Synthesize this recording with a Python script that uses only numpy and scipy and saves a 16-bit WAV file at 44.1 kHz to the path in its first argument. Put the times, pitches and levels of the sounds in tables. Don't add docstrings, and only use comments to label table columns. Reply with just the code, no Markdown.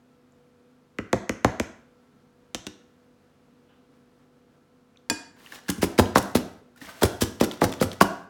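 import sys
import numpy as np
from scipy import signal
from scipy.fft import rfft, irfft
from scipy.io import wavfile
from scipy.ndimage import uniform_filter1d

SR = 44100
rng = np.random.default_rng(int(sys.argv[2]) if len(sys.argv) > 2 else 0)


def put_to_file(sound):
    columns = np.atleast_2d(sound).T
    safe = np.clip(columns, -1, 1)
    whole_steps = np.round(safe * 32767)
    wavfile.write(sys.argv[1], SR, whole_steps.astype(np.int16))


def to_linear_factor(level_db):
    exponent = np.asarray(level_db, float) / 20
    return 10 ** exponent


N = 365588
TIME = np.arange(N) / SR


def gain_at(hz, spectrum):
    f, db = np.transpose(spectrum)
    return to_linear_factor(np.interp(np.log(hz + 1), np.log(f), db))


def noise(spectrum, size=N):
    white = rng.standard_normal(size)
    x = irfft(rfft(white) * gain_at(np.fft.rfftfreq(size, 1 / SR), spectrum), size)
    return x / np.std(x)


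def walk(rate):
    hold = int(SR / rate)
    steps = np.repeat(rng.standard_normal(N // hold + 1), hold)
    return uniform_filter1d(steps, hold)[:N]


def modes(hz, table, gains):
    f, db, t60 = np.transpose(table)[:, :, None]
    damp = np.log(1000) / t60 / (2 * np.pi)
    return np.sum(gains[:, None] * to_linear_factor(db) * f / (f ** 2 + (damp + 1j * hz) ** 2), axis=0)


def push(hz, contact_ms, rebound_db):
    r = hz * contact_ms / 1000
    return 1 / np.sqrt((1 - r ** 2) ** 2 + (r / to_linear_factor(rebound_db)) ** 2)


def travel(hz, lag, chance, edge_db=-3.5, edge_step_db=-4.5):
    paths = 1 + np.cumsum(0.4 + 1.2 * chance)
    gains = np.cos(40 * chance) * to_linear_factor(edge_db + edge_step_db * np.arange(len(chance)))
    wave = -4j * np.pi * lag * np.sqrt(hz)
    return np.exp(wave) + gains @ np.exp(paths[:, None] * wave)


def rattle(size, ms):
    return rfft(rng.standard_normal(size) * np.exp(-TIME[:size] * 1000 / ms))


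def add(out, s, response, peak_db, size):
    hz, lead = np.fft.rfftfreq(size, 1 / SR), 256
    start = int(s * SR)
    delay = lead + s * SR - start
    pulse = irfft(response * np.exp(-2j * np.pi * hz * delay / SR), size)
    piece = out[start - lead:start - lead + size]
    piece += (pulse * to_linear_factor(peak_db) / np.max(np.abs(pulse)))[:len(piece)]


# (frequency [Hz], level [dB], t60 [s])
WORKTOP_MODES = [(84, -17, 0.059), (111.4, 5, .09), (192, -13, 0.24), (275, -2.5, 0.13), (349.6, -4.5, .06),
                 (544, 0, 0.017), (694, -33, 0.037), (1092, -4, 0.037), (1900, -20, 0.016)]
# (frequency [Hz], level [dB])
SLAB_WAVE = [(40, -38), (80, -14.5), (200, 8), (500, 5), (1000, 2), (2000, 5), (4000, -21.5), (9000, -16.5)]


def worktop(blows, rebound_db, ring=56.0):
    out, size = np.zeros(N), 8192
    hz = np.fft.rfftfreq(size, 1 / SR)
    booms = np.transpose(WORKTOP_MODES)[0] < 150
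    spot_db, spot_detune = 3, 0.05
    hard_db, rebound_per_db = -4.5, 0.9
    spots = rng.standard_normal((len(blows), len(WORKTOP_MODES) + 1))
    edges = rng.random((len(blows), 5))
    for (s, db, contact_ms, boom_db, lag), spot, edge in zip(blows, spots, edges):
        strengths = to_linear_factor(spot_db * spot[:-1] + booms * boom_db)
        ringing = modes(hz * (1 + spot_detune * spot[-1]), WORKTOP_MODES, strengths)
        slab = gain_at(hz, SLAB_WAVE) + ring * ringing
        strike = push(hz, contact_ms, rebound_db + rebound_per_db * max(db - hard_db, 0))
        add(out, s, strike * slab * travel(hz, lag, edge), db, size)
    return out


SLAB_LAG = 0.1
# (time [s], peak level [dB], contact [ms], boom level [dB], crushed paper level [dB])
LANDINGS = [(5.6904, -15.5, 3.86, -9, -27), (5.78, -26.5, 4.3, 1, -54.5), (5.8269, -8, 2, -10.5, -23),
            (5.9858, -4, 2.26, -9.5, -19), (5.9939, -5, 1.15, 1.5, -21), (6.1562, -1.2, .9, -25, -19),
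            (6.1711, -11, 1.6, 3.5, -24.5), (6.3507, -5.5, 2.14, -9, -19), (7.0192, -12.5, 1.17, -14, -28),
            (7.032, -7, 1.76, -0.5, -16), (7.0523, -18, 1.5, -6, -27), (7.218, -10, 2.4, 2.5, -21.5),
            (7.4089, -5, 1.98, -16, -21), (7.4255, -17.5, 1.43, -12, -33), (7.4355, -16, 2.5, -12, -27.5),
            (7.6157, -7, 1.19, -15, -29), (7.628, -15, 2.3, 2, -36), (7.6346, -12, 1.94, 1.5, -33),
            (7.6407, -17, 0.71, 1, -24.5), (7.8114, -6.5, 2.18, -12, -24), (7.825, -15.5, 0.82, 3, -26),
            (7.8336, -26.5, 2.2, 10, -37), (8.0096, -.6, .92, -8, -19), (8.0199, -9, 2.1, 0, -23.5)]


def landings():
    return worktop([(*row[:-1], SLAB_LAG) for row in LANDINGS], 3)


# (frequency [Hz], level [dB])
PAPER = [(300, -18.5), (1000, 1.5), (2000, -1), (4000, -1.5), (7000, -3), (11000, -4), (16000, -10)]
# (time [s], level [dB], rise and halving time [ms], treble level [dB])
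SNAPS = [(5.523, -38.5, 2.4, -7.5), (5.5893, -46.5, 2.8, -15), (5.637, -59, 1.3, -6), (5.685, -34, 3, -6),
         (5.7011, -24, 1.9, 3), (5.7175, -33, 1.1, -9.5), (5.822, -28.5, 4, -3), (5.84, -27, 5, -1.5),
         (5.9797, -28.5, 1.3, -7.5), (6.153, -33.5, 2.1, -6), (6.1831, -25, 2.4, 5.5),
         (6.2273, -40, 1.8, 3.5), (6.364, -25, 6, -3), (6.762, -57, .9, 1), (7.0154, -35, 3.5, -10),
         (7.213, -26.5, 4.5, -2.5), (7.23, -27.5, 5, -2.5), (7.4023, -28.5, 1.8, -8),
         (7.443, -28.5, 3, 1.5), (7.5137, -29.5, .9, -14), (7.52, -33, 1.1, -6.5), (7.5355, -43, 2.5, -8),
         (7.612, -36, 2.5, -8), (7.6945, -44, 3, -10), (7.7203, -36, 0.79, 3), (7.7252, -29, 1.04, -16),
         (7.7388, -36.5, 2.3, -11), (7.805, -34.5, 2.8, -15.5), (7.9166, -31.5, 1.1, -17),
         (7.9321, -39.5, 3, -5.5), (8.007, -27.5, 2.5, -18)]


def crushes(grain_db=3.5, split_hz=7000.0, settle_db=-30, settle_ms=57.0):
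    x = noise(PAPER) * to_linear_factor(grain_db * walk(1500))
    x = x / np.std(x)
    low = signal.sosfilt(signal.butter(2, split_hz, fs=SR, output="sos"), x)
    out = np.zeros(N)
    late_ms, landing_rise_ms, landing_fall_ms = 2.1, 3.2, 4.2
    bursts = []
    for s, _, _, boom_db, paper_db in LANDINGS:
        treble_db = -0.9 + 0.35 * boom_db
        bursts.append((s + late_ms / 1000, paper_db, landing_rise_ms, landing_fall_ms, treble_db))
    bursts += [(s, db, ms, ms, treble_db) for s, db, ms, treble_db in SNAPS]
    scatter_db = rng.standard_normal(len(bursts))
    for (s, db, rise_ms, fall_ms, treble_db), chance_db in zip(bursts, scatter_db):
        near = slice(int((s - 0.05) * SR), int((s + 0.25) * SR))
        ms = (TIME[near] - s) * 1000
        fall = 2 ** (-np.abs(ms) / fall_ms) + to_linear_factor(settle_db) * 2 ** (-np.abs(ms) / settle_ms)
        shape = np.where(ms < 0, np.exp(-(ms / rise_ms) ** 2), fall)
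        high = to_linear_factor(treble_db + chance_db) * (x - low)[near]
        out[near] += to_linear_factor(db) * shape * (low[near] + high)
    return out


# (time [s], crack peak level [dB], thud peak level [dB], crack contact [ms], bass lag [s*sqrt(Hz)])
TAPS = [(0.9843, -18.5, -19.5, 0.52, .14), (1.1284, -12.5, -9, .49, .11), (1.2925, -16, -14.5, 0.46, .125),
        (1.4453, -8.5, -4.5, 0.5, .095), (1.5973, -15.5, -13.5, .42, .115),
        (2.5461, -14.5, -24, 0.32, .078), (2.5522, -25.5, -38, .36, .08), (2.6667, -20, -28.5, 0.34, .075),
        (2.6711, -28.5, -44, .36, .08)]
# (frequency [Hz], level [dB])
RIM = [(400, -23), (1000, 0), (1800, -2), (3000, -2), (4800, 4.5), (6500, 15), (8000, 12.5), (10000, 10),
       (16000, 10.5)]
# (frequency [Hz], level [dB])
BATTER = [(2500, 0.5), (6000, -9)]


def rim(chatter=0.07, chatter_ms=2.2):
    out, size = np.zeros(N), 4096
    hz = np.fft.rfftfreq(size, 1 / SR)
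    rebound_db, lap_db, lap_step_db = 9, -12, -4
    for (s, db, _, contact_ms, lag), edge in zip(TAPS, rng.random((len(TAPS), 5))):
        strike = push(hz, contact_ms, rebound_db) * (1 + chatter * rattle(size, chatter_ms))
        if s == TAPS[0][0]:
            strike = strike * gain_at(hz, BATTER)
        add(out, s, strike * gain_at(hz, RIM) * travel(hz, lag, edge, lap_db, lap_step_db), db, size)
    return out


# (time [s], peak level [dB], contact [ms], boom level [dB])
BOWL_THUDS = [(5.1007, -33.5, 0.97, -12), (5.1079, -21, 1.92, -13)]


def thuds():
    late_ms, lag_share = 0.6, 0.9
    blows = []
    for s, crack_db, thud_db, _, lag in TAPS:
        contact_ms = 1.83 * to_linear_factor(0.62 * (-14 - crack_db))
        boom_db = 10.5 - 110 * lag
        blows.append((s + late_ms / 1000, thud_db, contact_ms, boom_db, lag_share * lag))
    blows += [(*row, SLAB_LAG) for row in BOWL_THUDS]
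    return worktop(blows, 4)


# (time [s], ring peak level [dB], clatter peak level [dB], contact [ms])
CLINK = (5.0993, -11, -10.5, 0.033)
# (frequency [Hz], level [dB], t60 [s])
BOWL_MODES = [(299, -6.5, .13), (728, -17, .1), (921, -8.5, .15), (1626, -6.5, .15), (2468, -4, .15),
              (3450, -9.5, .1), (4570, 3, 0.042), (4741, 2, .025), (4900, 5, .012), (5900, -19, .25),
              (5850, -7, .03), (7180, -1.5, 0.052), (7330, -3, 0.034), (8000, -8, 0.048),
              (8850, -10.5, .035), (9130, -8, .04), (10390, -13.5, .05), (10730, -2.5, .012),
              (12280, -26, .035), (13720, -25, .03)]
# (frequency [Hz], level [dB])
BLADE = [(300, -12), (1200, -7), (2500, -2), (7000, -4), (11000, -18), (16000, -19)]


def bowl(clatter_ms=1.9):
    out, size = np.zeros(N), 16384
    hz = np.fft.rfftfreq(size, 1 / SR)
    s, ring_db, clatter_db, contact_ms = CLINK
    ring = modes(hz, BOWL_MODES, (-1.0) ** np.arange(len(BOWL_MODES)))
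    add(out, s, ring * push(hz, contact_ms, -2.0), ring_db, size)
    add(out, s, rattle(size, clatter_ms) * gain_at(hz, BLADE), clatter_db, size)
    return out


# (time [s], level [dB])
SLIDES = [
    [(5.36, -66.5), (5.43, -58), (5.5, -56), (5.55, -47), (5.59, -59), (5.62, -72), (5.68, -59)],
    [(6.75, -80), (6.78, -57), (6.8, -68), (6.82, -49), (6.905, -48.5), (6.92, -54.5), (7.015, -56)],
]
# (frequency [Hz], level [dB])
DRAG = [(300, -21.5), (1000, -6.5), (2500, 2), (4000, 0.5), (7000, -4.5), (11000, -7.5), (16000, -8.5)]


def slide():
    paper = noise(DRAG) * to_linear_factor(2.0 * walk(900) + 1.8 * walk(56))
    base = noise([(250, -10.0), (700, -11), (1700, -10.5), (2400, -17.5), (5000, -45)])
    rub = paper + to_linear_factor(-2) * base * to_linear_factor(4.5 * walk(90))
    out = 0
    for table in SLIDES:
        out = out + to_linear_factor(np.interp(TIME, *np.transpose(table), left=-120, right=-120)) * rub
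    cloth = noise([(200, -4), (800, -2.0), (1500, -4), (2300, -13.0), (2900, -5), (3600, -10.0),
                   (4500, -26.5), (9000, -59.5)])
    sleeve_s, sleeve_db, rise_db_s, fall_db_s = 3.7, -63, 500, 130
    slope_db_s = np.where(TIME < sleeve_s, rise_db_s, fall_db_s)
    return out + cloth * to_linear_factor(sleeve_db - np.abs(TIME - sleeve_s) * slope_db_s)


# (time [s], peak level [dB], frequency [Hz])
TICKS = [(.323, -57, 7100), (4.9612, -53, 2470), (4.9735, -43.5, 3620), (4.972, -52, 6200),
         (5.4631, -33.5, 2850), (5.4727, -43, 1900), (5.5237, -31.5, 1700), (5.5903, -42, 1950),
         (5.663, -50, 1800), (5.6903, -23.5, 1640), (5.8153, -34.5, 2530), (5.9817, -23, 2250),
         (6.0593, -30, 3000), (6.7633, -50, 1430), (6.778, -51.5, 1760), (6.817, -32.5, 1840),
         (6.8255, -34, 261), (6.8568, -36, 3200), (6.871, -40, 2100), (7.4023, -26, 3250),
         (7.5139, -22, 3370), (7.7264, -27, 3600), (7.8005, -30, 3280), (7.917, -28, 3240)]


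def ticks():
    out = np.zeros(N)
    for s, db, hz in TICKS:
        near = slice(int((s - 0.03) * SR), int((s + 0.05) * SR))
        ms = (TIME[near] - s) * 1000
        length_ms = np.clip(1.9 * (1750 / hz) ** 2, 0.55, 4.9)
        shape = np.exp(-np.abs(ms / length_ms) ** np.where(ms < 0, 2, 1))
        out[near] += to_linear_factor(db) * shape * np.cos(2 * np.pi * hz * ms / 1000)
    return out * to_linear_factor(2.9 * walk(3000))


# (frequency [Hz], t60 [s])
KITCHEN_T60 = [(60, 0.62), (160, 0.52), (420, 0.51), (1100, 0.58), (2900, 0.5), (7000, 0.39), (14000, .25)]
# (frequency [Hz], level [dB])
KITCHEN_COLOUR = [(60, -10), (200, -5), (600, -3.5), (1500, -5.5), (2500, -9.5), (4500, -7.5), (6500, -6),
                  (8500, -7), (14000, -11)]


def echoes(gap_ms=1.5, build_ms=1.5):
    size = 32768
    t, hz = TIME[:size], np.fft.rfftfreq(size, 1 / SR)
    t60_hz, t60_s = np.transpose(KITCHEN_T60)
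    echo = 0
    for centre_hz in 45 * 2.0 ** np.arange(9):
        band = noise([(centre_hz / 2, -60), (centre_hz / 1.6, -8), (centre_hz, 0),
                      (centre_hz * 1.6, -8), (centre_hz * 2, -60)], size)
        t60 = np.interp(np.log(centre_hz), np.log(t60_hz), t60_s)
        echo = echo + band * np.sqrt(centre_hz / SR / 1000) * np.exp(-np.log(1000) * t / t60)
    echo = echo * np.clip((t * 1000 - gap_ms) / build_ms, 0, 1)
    return irfft(rfft(echo) * gain_at(hz, KITCHEN_COLOUR), size)


def kitchen(dry):
    place = np.pi * walk(6)
    shares = np.cos(place), np.sin(place)
    return sum(signal.fftconvolve(dry * share, echoes())[:N] for share in shares)


# (frequency [Hz], relative level [dB])
AIR = [(18, -50.5), (30, -16.5), (145, -13.5), (215, -7), (245, -6), (311, -11.5), (415, -12.5),
       (499, -13.5), (616, -19), (1500, -22.5), (1860, -27.5), (4530, -34), (16000, -47)]
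# (frequency [Hz], rms level [dB])
FRIDGE = [(49, -80), (97, -77.5), (146, -72.5), (247.5, -65), (280, -76.5), (490, -68), (689, -80),
          (1179, -89.5), (1335, -82)]


def fridge(waver_hz=2.8, waver_db=2.0):
    out = to_linear_factor(-62.5) * noise(AIR) * to_linear_factor(0.84 * walk(12))
    for hz, db in FRIDGE:
        phase = 2 * np.pi * np.cumsum(hz + waver_hz * walk(25)) / SR
        out = out + np.sqrt(2) * to_linear_factor(db + waver_db * walk(8.4)) * np.sin(phase)
    return out


def scene():
    knocks, crush = landings(), crushes()
    cracks, taps = rim(), thuds()
    glass, rub, tick = bowl(), slide(), ticks()
    near = taps + knocks + cracks + crush + glass + rub + tick
    far = to_linear_factor(-7.5) * taps + to_linear_factor(-5.0) * knocks + to_linear_factor(-1.5) * cracks + to_linear_factor(-2.5) * crush
    far = far + glass + to_linear_factor(2.5) * rub + to_linear_factor(-1.5) * tick
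    return (near + kitchen(far) + fridge())[None]


def band_limit(x):
    return signal.sosfilt(signal.butter(12, 16970, fs=SR, output="sos"), x)


def record(dry):
    x = signal.sosfilt(signal.butter(4, 50.0, "high", fs=SR, output="sos"), dry)
    return band_limit(np.clip(x, -1, 1))


dry = scene()
out = record(dry)
put_to_file(out)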